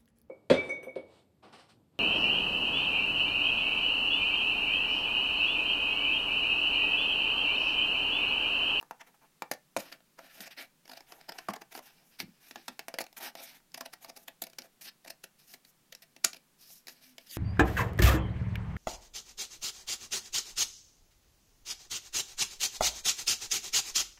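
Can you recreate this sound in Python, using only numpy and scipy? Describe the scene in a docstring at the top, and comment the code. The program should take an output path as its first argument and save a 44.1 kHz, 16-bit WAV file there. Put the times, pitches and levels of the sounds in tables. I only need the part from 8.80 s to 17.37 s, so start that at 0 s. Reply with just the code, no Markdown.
"""In a small furnished room, scissors work round a curve in thin card held above a wooden table, close to a phone.
Each nip, pivot tick and buckle is a short noise burst that excites the decaying modes of card and blades.
Each closing stroke shears fibres in a dense crackle through the same bodies; the blades also clack shut and
the sheet flaps at two gliding notes. A wavering table mode, a diffuse room tail, and steady low rumble
and microphone hiss complete the scene."""
import sys
import numpy as np
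from scipy import signal
from scipy.fft import rfft, irfft, next_fast_len
from scipy.io import wavfile
from scipy.ndimage import uniform_filter1d

SR = 44100
rng = np.random.default_rng(int(sys.argv[2]) if len(sys.argv) > 2 else 0)


def store_pcm(level_fs):
    """Save levels as 16-bit WAV."""
    pcm = np.round(np.clip(level_fs, -1, 1) * 32767).astype(np.int16)
    wavfile.write(sys.argv[1], SR, np.atleast_2d(pcm).T)


def nominal_scale(level):
    """Amplitude ratio for a level in decibels (scalar or array-like)."""
    x = np.asarray(level, float) / 20
    return 10 ** x


N = 377937

# Nominal modes of the bending card, its cut edge, the blades, and the bright note near the pivot.
# Each row: frequency in hertz, level in dB, time to decay by 60 dB in seconds.
CARD_FLEX_MODES = [(225.4, -16, 0.019), (246.7, -13, 0.057), (415, -10.5, 0.034), (538, 0.5, 0.012),
                   (717, 11, 0.011), (950, 0.5, 0.026), (981, 4, 0.012)]
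CARD_EDGE_MODES = [(1376, -8.5, 0.0057), (1866, -1, 0.0063), (2348, -1, 0.0086), (2920, 3.5, 0.0032),
                   (3800, 3, 0.0035), (5140, 7, 0.0023)]
BLADE_MODES = [(6370, 1, 0.0018), (7850, 3.5, 0.00093), (9460, 3.5, 0.0011), (12450, 2.5, 0.0016),
               (14840, -9, 0.0042)]
PIVOT_MODES = [(5030, 1.5, 0.0024), (5000, 1, 0.0023)]
# Bending the card tightens or slackens its upper flex notes.
# Each row: time in seconds, pitch shift in semitones.
CARD_BEND = [(.62, 4), (.714, -0.5), (.965, -2), (2.1, 0.5), (2.686, 2), (3.76, 1.8), (3.88, 4.5),
             (3.99, 1.1), (4.083, -1.5), (4.14, -4.5), (4.2, -1), (4.4, 2), (4.55, -0.5), (4.66, 3),
             (5.0, 1), (5.6, -1)]
# The pivot note shifts as the blades open and close. Each row: time in seconds, pitch shift in semitones.
PIVOT_SHIFT = [(5.599, -0.088), (7.9, 1.5), (8.45, -1.3)]

# how far modes wander in pitch (share) and in strength from one contact to the next
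PITCH_SCATTER, LEVEL_SCATTER_DB = 0.04, 2.0


def snips():
    """Impulsive excitation: a rough contact builds up, dies away and drives four resonant bodies."""
    # Nips, ticks and buckles. Each row: time of the contact's peak in seconds, level of the edge sound in dB,
    # level of the card flex relative to it in dB, build-up over 20 dB in milliseconds.
    contacts = [(0.012, -49, 4, 1.5), (0.0275, -48.5, 11, 1), (0.1099, -36, 7.5, 0.42),
                (0.2148, -39.5, -4.5, 23), (0.6214, -28.5, 5, 0.14), (0.714, -22.5, 1, 1.33),
                (0.7378, -40, -19, 6.6), (0.9651, -25.5, 10, 0.27), (1.0048, -36, -8, 31),
                (1.1258, -34, -15, 5.2), (1.205, -56, -2, 1.5), (1.392, -40.5, 0.5, 12),
                (1.6055, -33, -20, 0.22), (1.6773, -38, -8.5, 63), (2.0786, -46.5, -8, 2.1),
                (2.097, -42.5, -0.5, 8.3), (2.1172, -42, -2.5, 6.9), (2.134, -43, -3, 3),
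                (2.1755, -41.5, -2.5, 13), (2.2064, -46.5, -1, 2.2), (2.322, -40.5, -1.5, 3.2),
                (2.4934, -34.5, -2.5, 7.9), (2.056, -49.5, -4, 5.2), (2.412, -47.5, -3.5, 3.7),
                (4.919, -51, -37, 0.58), (2.521, -36.5, -3, 1.7), (2.5872, -35, -3.5, 6.6),
                (2.686, -32.5, 9.5, 1.7), (2.7066, -38.5, 1, 31), (2.7363, -34, 0.5, 2.5),
                (2.763, -40, 1.5, 11), (2.8193, -39.5, -1, 9.3), (2.9273, -41, -8.5, 19),
                (2.951, -36, -2, 1.6), (2.977, -40, 0.5, 5.5), (2.991, -40.5, 2.5, 3.3),
                (3.4018, -23.5, -13, 0.12), (3.7105, -35.5, -6.5, 0.62), (3.758, -36, 2.5, 0.89),
                (3.8813, -28, -5.5, 1.6), (3.9928, -29, -4.5, 0.18), (4.0828, -30.5, 0, 0.46),
                (4.1407, -31, -0.5, 0.17), (4.186, -23, -4.5, 0.36), (4.206, -33, 5.5, 1.3),
                (4.2145, -31, -11.5, 21), (4.2403, -42.5, -7, 1.8), (4.2657, -43, -6, 0.51),
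                (4.3281, -45.5, -11, 0.55), (4.5525, -37.5, 1, 0.31), (4.803, -59.5, 1.5, 2.1),
                (4.9444, -30.5, -10.5, 3), (4.9774, -36.5, -4.5, 5.2), (5.0093, -32.5, -3, 3.1),
                (5.06, -36.5, -4, 9.1), (5.137, -38.5, -5, 10), (5.2465, -42.5, 0.5, 2.4),
                (5.3004, -45, 2.5, 25), (5.3656, -45, -10, 7.1), (5.3747, -43, -6.5, 16),
                (5.4818, -35, -7, 4.7), (5.62, -28, -8, 2.4), (5.638, -35, -17, 1.7),
                (5.669, -39.5, -7.5, 3.9), (5.7, -47.5, -12, 3), (5.7333, -47.5, -8, 4),
                (5.7859, -30, -14, 2), (5.82, -38, -17, 0.47), (6.2492, -44.5, -4.5, 5.6),
                (6.261, -47, 4.5, 0.61), (6.28, -38.5, -10.5, 11), (6.3037, -31.5, -11.5, 5.9),
                (6.4409, -36, -12.5, 5.8), (6.741, -40.5, -8.5, 10), (6.8501, -45.5, -16.5, 2.9),
                (7.1251, -35.5, -15.5, 3.2), (7.15, -35.5, -25, 0.51), (7.364, -41, -10, 1.2),
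                (7.4444, -17.5, -16.5, 3.1), (7.532, -35.5, -18, 2.1), (7.5452, -40, -9.5, 4.2),
                (7.569, -44, -12.5, 15), (7.905, -55.5, -3, 8.6), (8.07, -36.5, -16.5, 0.7),
                (8.0826, -30, -18.5, 0.1), (8.097, -41, -13, 36), (8.3818, -34.5, -13.5, 0.13)]
    lead_s = 0.02
    buckle, snap, snap_ms = 40, 8, 0.95
    tremble_db, tremble_t60 = -23, 0.11
    die_ms, die_ms_per_db, die_ref_db, die_per_build = 6.97, 0.2059, -36, 0.048
    out, t = np.zeros(N), np.arange(SR // 6) / SR - lead_s
    chance = rng.standard_normal((len(contacts), 3, len(t) + 20))
    tremble = nominal_scale(tremble_db) * fade(t, tremble_t60) * (t > 0)
    for (s, db, flex_db, up_ms), row in zip(contacts, chance):
        _, blade_db, pivot_db = grip(s)
        # a stronger contact lasts longer, a sudden one ends sooner; slopes are times to fall 20 dB
        down_ms = (die_ms + die_ms_per_db * (db - die_ref_db)) * up_ms ** die_per_build
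        span = np.where(t < 0, up_ms, down_ms) / 1000
        contact = row[:, 20:] * (nominal_scale(-20 * np.abs(t) / span) + tremble)
        # only a sudden contact buckles the card and parts fibres at once
        contact[:, int(lead_s * SR)] = np.array([buckle, snap, snap]) / (1 + (up_ms / snap_ms) ** 2)
        flex_tilt, edge_tilt, blade_tilt = tilts(flex_db, blade_db)
        card = bent(CARD_FLEX_MODES, CARD_BEND, s)
        pivot = bent(PIVOT_MODES, PIVOT_SHIFT, s)
        flex_ring = ring(card, PITCH_SCATTER / 2, LEVEL_SCATTER_DB, row[0], flex_tilt)
        edge_ring = ring(CARD_EDGE_MODES, PITCH_SCATTER, LEVEL_SCATTER_DB, row[1], edge_tilt)
        blade_ring = ring(BLADE_MODES, PITCH_SCATTER, LEVEL_SCATTER_DB, row[2], blade_tilt)
        pivot_ring = ring(pivot, PITCH_SCATTER / 2, LEVEL_SCATTER_DB, row[2, 10:])
        skip = max(int((lead_s - s) * SR), 0)  # a build-up that would start before time zero is trimmed
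        for drive, body, share_db in ((contact[0], flex_ring, flex_db), (contact[1], edge_ring, 0),
                                      (contact[2], blade_ring, blade_db), (contact[2], pivot_ring, pivot_db)):
            add(out, max(s - lead_s, 0), signal.fftconvolve(drive, body)[skip:], db + share_db)
    return out


def crackle():
    """Fracture noise: fibres part in a dense random series of uneven cracks with lone pops."""
    spread_db, flutter_hz, flutter_db = 2.5, 110, 1.5
    pops_per_s, pop_db, pop_spread_db = 400, 10, 2.5
    cracks = rng.standard_normal(N) * nominal_scale(spread_db * np.minimum(rng.exponential(size=N), 5))
    hold = int(SR / flutter_hz)
    steps = np.repeat(rng.standard_normal(N // 200), hold)[:N]
    flutter = uniform_filter1d(steps, hold // 2)
    pops = (rng.random(N) < pops_per_s / SR) * nominal_scale(pop_db + pop_spread_db * rng.random(N))
    return cracks * nominal_scale(flutter_db * flutter) + pops


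def shear():
    """Continuous excitation: each stroke bites in, swells and lets go, its crackle filtered by the bodies."""
    # Blades shearing or fingers sliding. Each row: start in seconds, swell in milliseconds,
    # let-go in milliseconds, level of the edge sound in dB.
    strokes = [(0.262, 12, 44, -66), (0.338, 7.9, 21, -67), (0.405, 37, 35, -67.5), (0.984, 2.9, 160, -56),
               (1.115, 5.7, 58, -53), (1.378, 70, 99, -62), (1.49, 123, 23, -56.5), (1.603, 6.4, 62, -45),
               (1.704, 7.8, 39, -53.5), (1.763, 38, 72, -48.5), (2.038, 105, 140, -66),
               (2.26, 40, 216, -63.5), (2.533, 19, 190, -62), (2.928, 44, 29, -56), (3.02, 16, 122, -59.5),
               (3.13, 38, 590, -72), (3.386, 12, 40, -45), (3.598, 36, 500, -63), (4.364, 7, 37, -50.5),
               (4.4, 12, 45, -46), (4.425, 37, 55, -47), (4.555, 51, 158, -52.5), (4.689, 73, 49, -59.5),
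               (5.205, 25, 74, -61.5), (5.342, 89, 20, -70), (5.792, 64, 23, -64.5), (6.009, 7.4, 32, -47),
               (6.036, 30, 39, -47.5), (6.582, 20, 95, -67.5), (6.671, 34, 82, -58), (6.845, 41, 42, -67.5),
               (7.22, 2, 28, -58.5), (7.78, 46, 76, -62.5), (7.86, 57, 133, -61), (8.09, 6.7, 170, -62.5),
               (8.208, 24, 130, -61), (8.39, 30, 70, -64.5), (8.461, 112, 90, -49)]
    bite, ease, blade_power = 0.89, 1.47, 0.18  # exponents of the force
    drift_hz, drift_db, grip_damp = 35, 3.5, 0.84
    # a sliding edge excites the blades more than a nip, and the pivot less
    slide_db = [0, 3, -11]
    cracks = crackle()
    hold = int(SR / drift_hz)
    steps = np.repeat(rng.standard_normal((4, N // 200)), hold, axis=1)[:, :N]
    drift = nominal_scale(drift_db * uniform_filter1d(steps, hold))
    out = np.zeros(N)
    for (start, swell_ms, go_ms, db), row in zip(strokes, rng.standard_normal((len(strokes), 2, 20))):
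        flex_db, blade_db, pivot_db = grip(start) + slide_db
        first = int(start * SR)
        now = np.arange(first, min(first + int((swell_ms + go_ms) * SR / 1000), N))
        ms = (now - first) * 1000 / SR
        closing = np.interp(ms, [0, swell_ms, swell_ms + go_ms], [0, 1, 0])
        force = np.sin(np.pi / 2 * closing) ** np.where(ms < swell_ms, bite, ease)
        flex_tilt, edge_tilt, _ = tilts(flex_db, blade_db)
        bodies = []
        for i in now[[0, -1]]:  # the card as bent at the start and at the end of the stroke
            card = bent(CARD_FLEX_MODES, CARD_BEND, i / SR) * [1, 1, grip_damp]
            bodies.append(ring(card, PITCH_SCATTER / 2, LEVEL_SCATTER_DB, row[0], flex_tilt))
        bodies.append(ring(CARD_EDGE_MODES, PITCH_SCATTER / 2, LEVEL_SCATTER_DB / 2, row[1], edge_tilt))
        bodies.append(ring(BLADE_MODES))
        bodies.append(ring(bent(PIVOT_MODES, PIVOT_SHIFT, start)))
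        early, late, edge, blade, pivot = (
            unit(signal.fftconvolve(cracks[now], body)[:len(now)]) for body in bodies)
        turn = np.pi / 2 * ms / ms[-1]  # the bend changes along the stroke
        flex = np.cos(turn) ** 2 * early + np.sin(turn) ** 2 * late
        # each body wakes unevenly as the grain of the card changes
        flex, edge, blade, pivot = drift[:, now] * [flex, edge, blade, pivot]
        mix = edge + nominal_scale(flex_db) * flex + nominal_scale(pivot_db) * pivot
        mix += nominal_scale(blade_db) * force ** blade_power * blade
        out[now] += nominal_scale(db) * force * mix
    return out


def shut():
    """Free vibration after impact: the handles meet with a short chatter and the loose blades buzz on."""
    # The blades clack together. Each row: time in seconds, peak level in dB.
    clacks = [(0.9705, -23), (7.4467, -7)]
    # Modes of the free blades. 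Each row: frequency in hertz, level in dB, 60 dB decay time in seconds.
    free_blades = [(1430, -12.5, 0.0094), (2510, -3.5, 0.0019), (5900, 2, 0.00187), (6260, -10, 0.015),
                   (6685, 0, 0.0075), (10900, 4.5, 0.00083)]
    chatter_t60, rattle_db, rattle_t60 = 0.014, -24, 0.17
    out, t = np.zeros(N), np.arange(SR // 5) / SR
    envelope = fade(t, chatter_t60) + nominal_scale(rattle_db) * fade(t, rattle_t60)
    chatter = rng.standard_normal((len(clacks), len(t))) * envelope
    for (s, db), row in zip(clacks, chatter):
        add(out, s, signal.fftconvolve(row, ring(free_blades)), db)
    return out


def flaps():
    """Tension-dependent pitch: the sheet snaps through and its two lowest notes sink unsteadily as it eases."""
    # The whole sheet flaps. Each row: time in seconds, peak level in dB,
    # pitch about which the lower note settles in hertz.
    snaps = [(0.965, -34, 183), (1.601, -47, 180), (2.69, -33, 180), (3.402, -40.5, 199), (3.43, -38, 156),
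             (3.481, -48, 143), (3.764, -47.5, 213), (3.89, -46.5, 220), (5.799, -53, 189.5)]
    t60, stretch, slack_s, wobble = 0.1, 0.29, 0.017, 0.16
    upper_ratio, upper_db, upper_t60 = 1.447, -5, 0.17
    out, t = np.zeros(N), np.arange(SR // 4) / SR
    for (s, db, hz), row in zip(snaps, rng.standard_normal((len(snaps), 40))):
        loose = wobble * np.interp(t * 120, np.arange(40), row)
        tension = stretch * np.exp(-t / slack_s)
        phase = 2 * np.pi * np.cumsum(hz * (1 + tension + loose)) / SR
        lower = fade(t, t60) * np.sin(phase)
        upper = nominal_scale(upper_db) * fade(t, upper_t60) * np.sin(upper_ratio * phase)
        add(out, s, lower + upper, db)
    return out


def table():
    """Lightly damped resonance: a low wooden mode fades slowly, wavering in strength and pitch."""
    # The table top hums after the scissors are laid down. One row: time in seconds, peak level in dB,
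    # central frequency in hertz, 60 dB decay time in seconds.
    hum = (8.085, -62, 259, 2.0)
    hold, waver_db, waver_hz = SR // 24, 8, 9
    out, t = np.zeros(N), np.arange(SR) / SR
    s, db, hz, t60 = hum
    steps = np.repeat(rng.standard_normal((2, 40)), hold, axis=1)
    level, pitch = uniform_filter1d(steps, hold)[:, :SR]
    phase = 2 * np.pi * np.cumsum(hz + waver_hz * pitch) / SR
    add(out, s, fade(t, t60) * nominal_scale(waver_db * np.minimum(level, 1)) * np.sin(phase), db)
    return out


def room(x):
    """Diffuse reverberation: table top and walls return a short decaying tail, duller than the source."""
    t60, tail_db, dull_hz = 0.16, -16, 2290
    t = np.arange(SR // 3) / SR
    tail = rng.standard_normal(len(t)) * fade(t, t60) * (t > 0.004)
    tail = signal.lfilter(*signal.butter(1, dull_hz, fs=SR), tail)
    return nominal_scale(tail_db) * signal.fftconvolve(x, tail / np.linalg.norm(tail))[:N]


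def quiet():
    """Stationary noise shaped in frequency: steady house rumble and microphone hiss."""
    # Shape of the noise spectrum. Each row: frequency in hertz, relative density in dB per hertz.
    spectrum = [(25, -4.5), (40, -27.5), (60, -17), (100, -19), (150, -3.5), (300, -12), (520, -17),
                (4000, -21.5), (16000, -24.5)]
    rms_db = -69
    hz, db = np.transpose(spectrum)
    size = next_fast_len(N)
    f = np.arange(1, size // 2 + 2) * SR / size
    gain = nominal_scale(np.interp(np.log(f), np.log(hz), db))
    noise = irfft(rfft(rng.standard_normal(size)) * gain, size)[:N]
    return nominal_scale(rms_db) * unit(noise)


def grip(s):
    """Changing coupling: card flex, blade and pivot shares in dB at a time, as the grip and free card vary."""
    # Each row: time in seconds, then the levels of card flex, blades and pivot relative to the edge in dB.
    coupling = [(0, 18, 4.5, -5), (.2, 2.5, -10.5, -27), (.5, 1, -6, -27), (0.621, 6.5, -2.5, -13.5),
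                (1.0, -2.5, -2, -22), (1.13, -7, -14, -36), (1.39, -5, -8.5, -14), (1.6, -10.5, -8, -33),
                (1.77, -7, -8.5, -6), (2.1, -4, -4, 0.5), (2.6, -3, -5, -0.5), (3.1, -8, -2.5, -26),
                (3.5, -14.5, -6.5, -4), (4.1, 2, -2.5, -16), (4.4, -5, -3, -22), (4.55, -4.5, 0, -4),
                (4.7, -13, -8, -12), (5.3, -2, 3, 0.5), (5.48, -3, 0, -31), (5.62, -1.5, 2, -29),
                (5.79, -1, -4.5, -15), (6.0, -15.5, -4.5, -9), (6.598, -14, -0.5, -24),
                (7.2, -6.5, -4, -26.5), (7.548, -20, -6, -17.5), (7.85, -21, -0.5, 9),
                (8.071, -16, -4, -15), (8.3, -13, -4, -17), (8.47, -19.5, -4.5, 11.5)]
    at, *shares = np.transpose(coupling)
    return np.array([np.interp(s, at, db) for db in shares])


def tilts(flex_db, blade_db):
    """Spectral slope from contact: dB per octave for the bending, edge and blade modes."""
    # more bending dulls the edge yet stiffens the bend against its lowest notes;
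    # a harder contact that wakes the blades favours upper modes
    by_flex, by_blade = 0.62, 0.65
    edge_tilt = by_blade * blade_db - by_flex * (flex_db + 7.0)
    return by_flex * flex_db, edge_tilt, by_blade * blade_db


def bent(modes, curve, s):
    """Stiffness sets pitch: upper modes follow a semitone curve at a time."""
    whole_sheet_hz = 300  # notes below belong to the whole sheet and stay put
    modes = np.array(modes)
    ratio = 2 ** (np.interp(s, *np.transpose(curve)) / 12)
    modes[:, 0] *= np.where(modes[:, 0] > whole_sheet_hz, ratio, 1)
    return modes


def ring(modes, detune=0, scatter_db=0, chance=np.zeros(20), tilt_db=0):
    """Modal superposition: a body's impulse response, its modes scattered in pitch and strength."""
    hz, db, t60 = np.transpose(modes)[:, :, None]
    t, k = np.arange(int(t60.max() * SR)) / SR, len(modes)
    hz = hz * (1 + detune * chance[:k, None])
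    db = db + scatter_db * chance[k:2 * k, None] + tilt_db * np.log2(hz / hz[0])
    sign = (-1) ** np.arange(k)[:, None]  # neighbouring modes move in opposition
    return np.sum(sign * nominal_scale(db) * fade(t, t60) * np.sin(2 * np.pi * hz * t), axis=0)


def fade(t, t60):
    """Exponential decay, as of a damped mode, reaching -60 dB at t60."""
    return np.exp(-np.log(1000) * t / t60)


def add(out, s, sound, peak_db):
    """Superposition: place a sound at a time with a given peak."""
    i = int(s * SR)
    part = sound[:N - i]
    out[i:i + len(part)] += part * nominal_scale(peak_db) / np.abs(sound).max()


def unit(x):
    """Normalisation of mean power: scale to rms 1."""
    return x / np.sqrt(np.mean(x ** 2))


def high_pass(x, hz):
    """Inefficient radiation below a corner frequency, as a fourth-order high-pass."""
    return signal.sosfilt(signal.butter(4, hz, "high", fs=SR, output="sos"), x)


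def scene():
    """Superposition of the hands' work, its reverberation and the quiet beneath."""
    contacts = high_pass(snips() + shear() + shut(), 166)  # a small contact cannot move the whole sheet
    work = high_pass(contacts + flaps() + table(), 108)  # thin card moves no deep bass
    return (work + room(work) + quiet())[None]


def top_cut(x):
    """Nothing passes above the cut-off."""
    return signal.sosfilt(signal.butter(12, 16650, fs=SR, output="sos"), x)


def record(dry):
    """Band limiting: the phone cuts the top above 16 kHz with a steep low-pass."""
    low_pass = signal.butter(10, 16000, fs=SR, output="sos")
    mix = signal.sosfilt(low_pass, dry)
    return top_cut(mix)


dry = scene()
out = record(dry)
store_pcm(out)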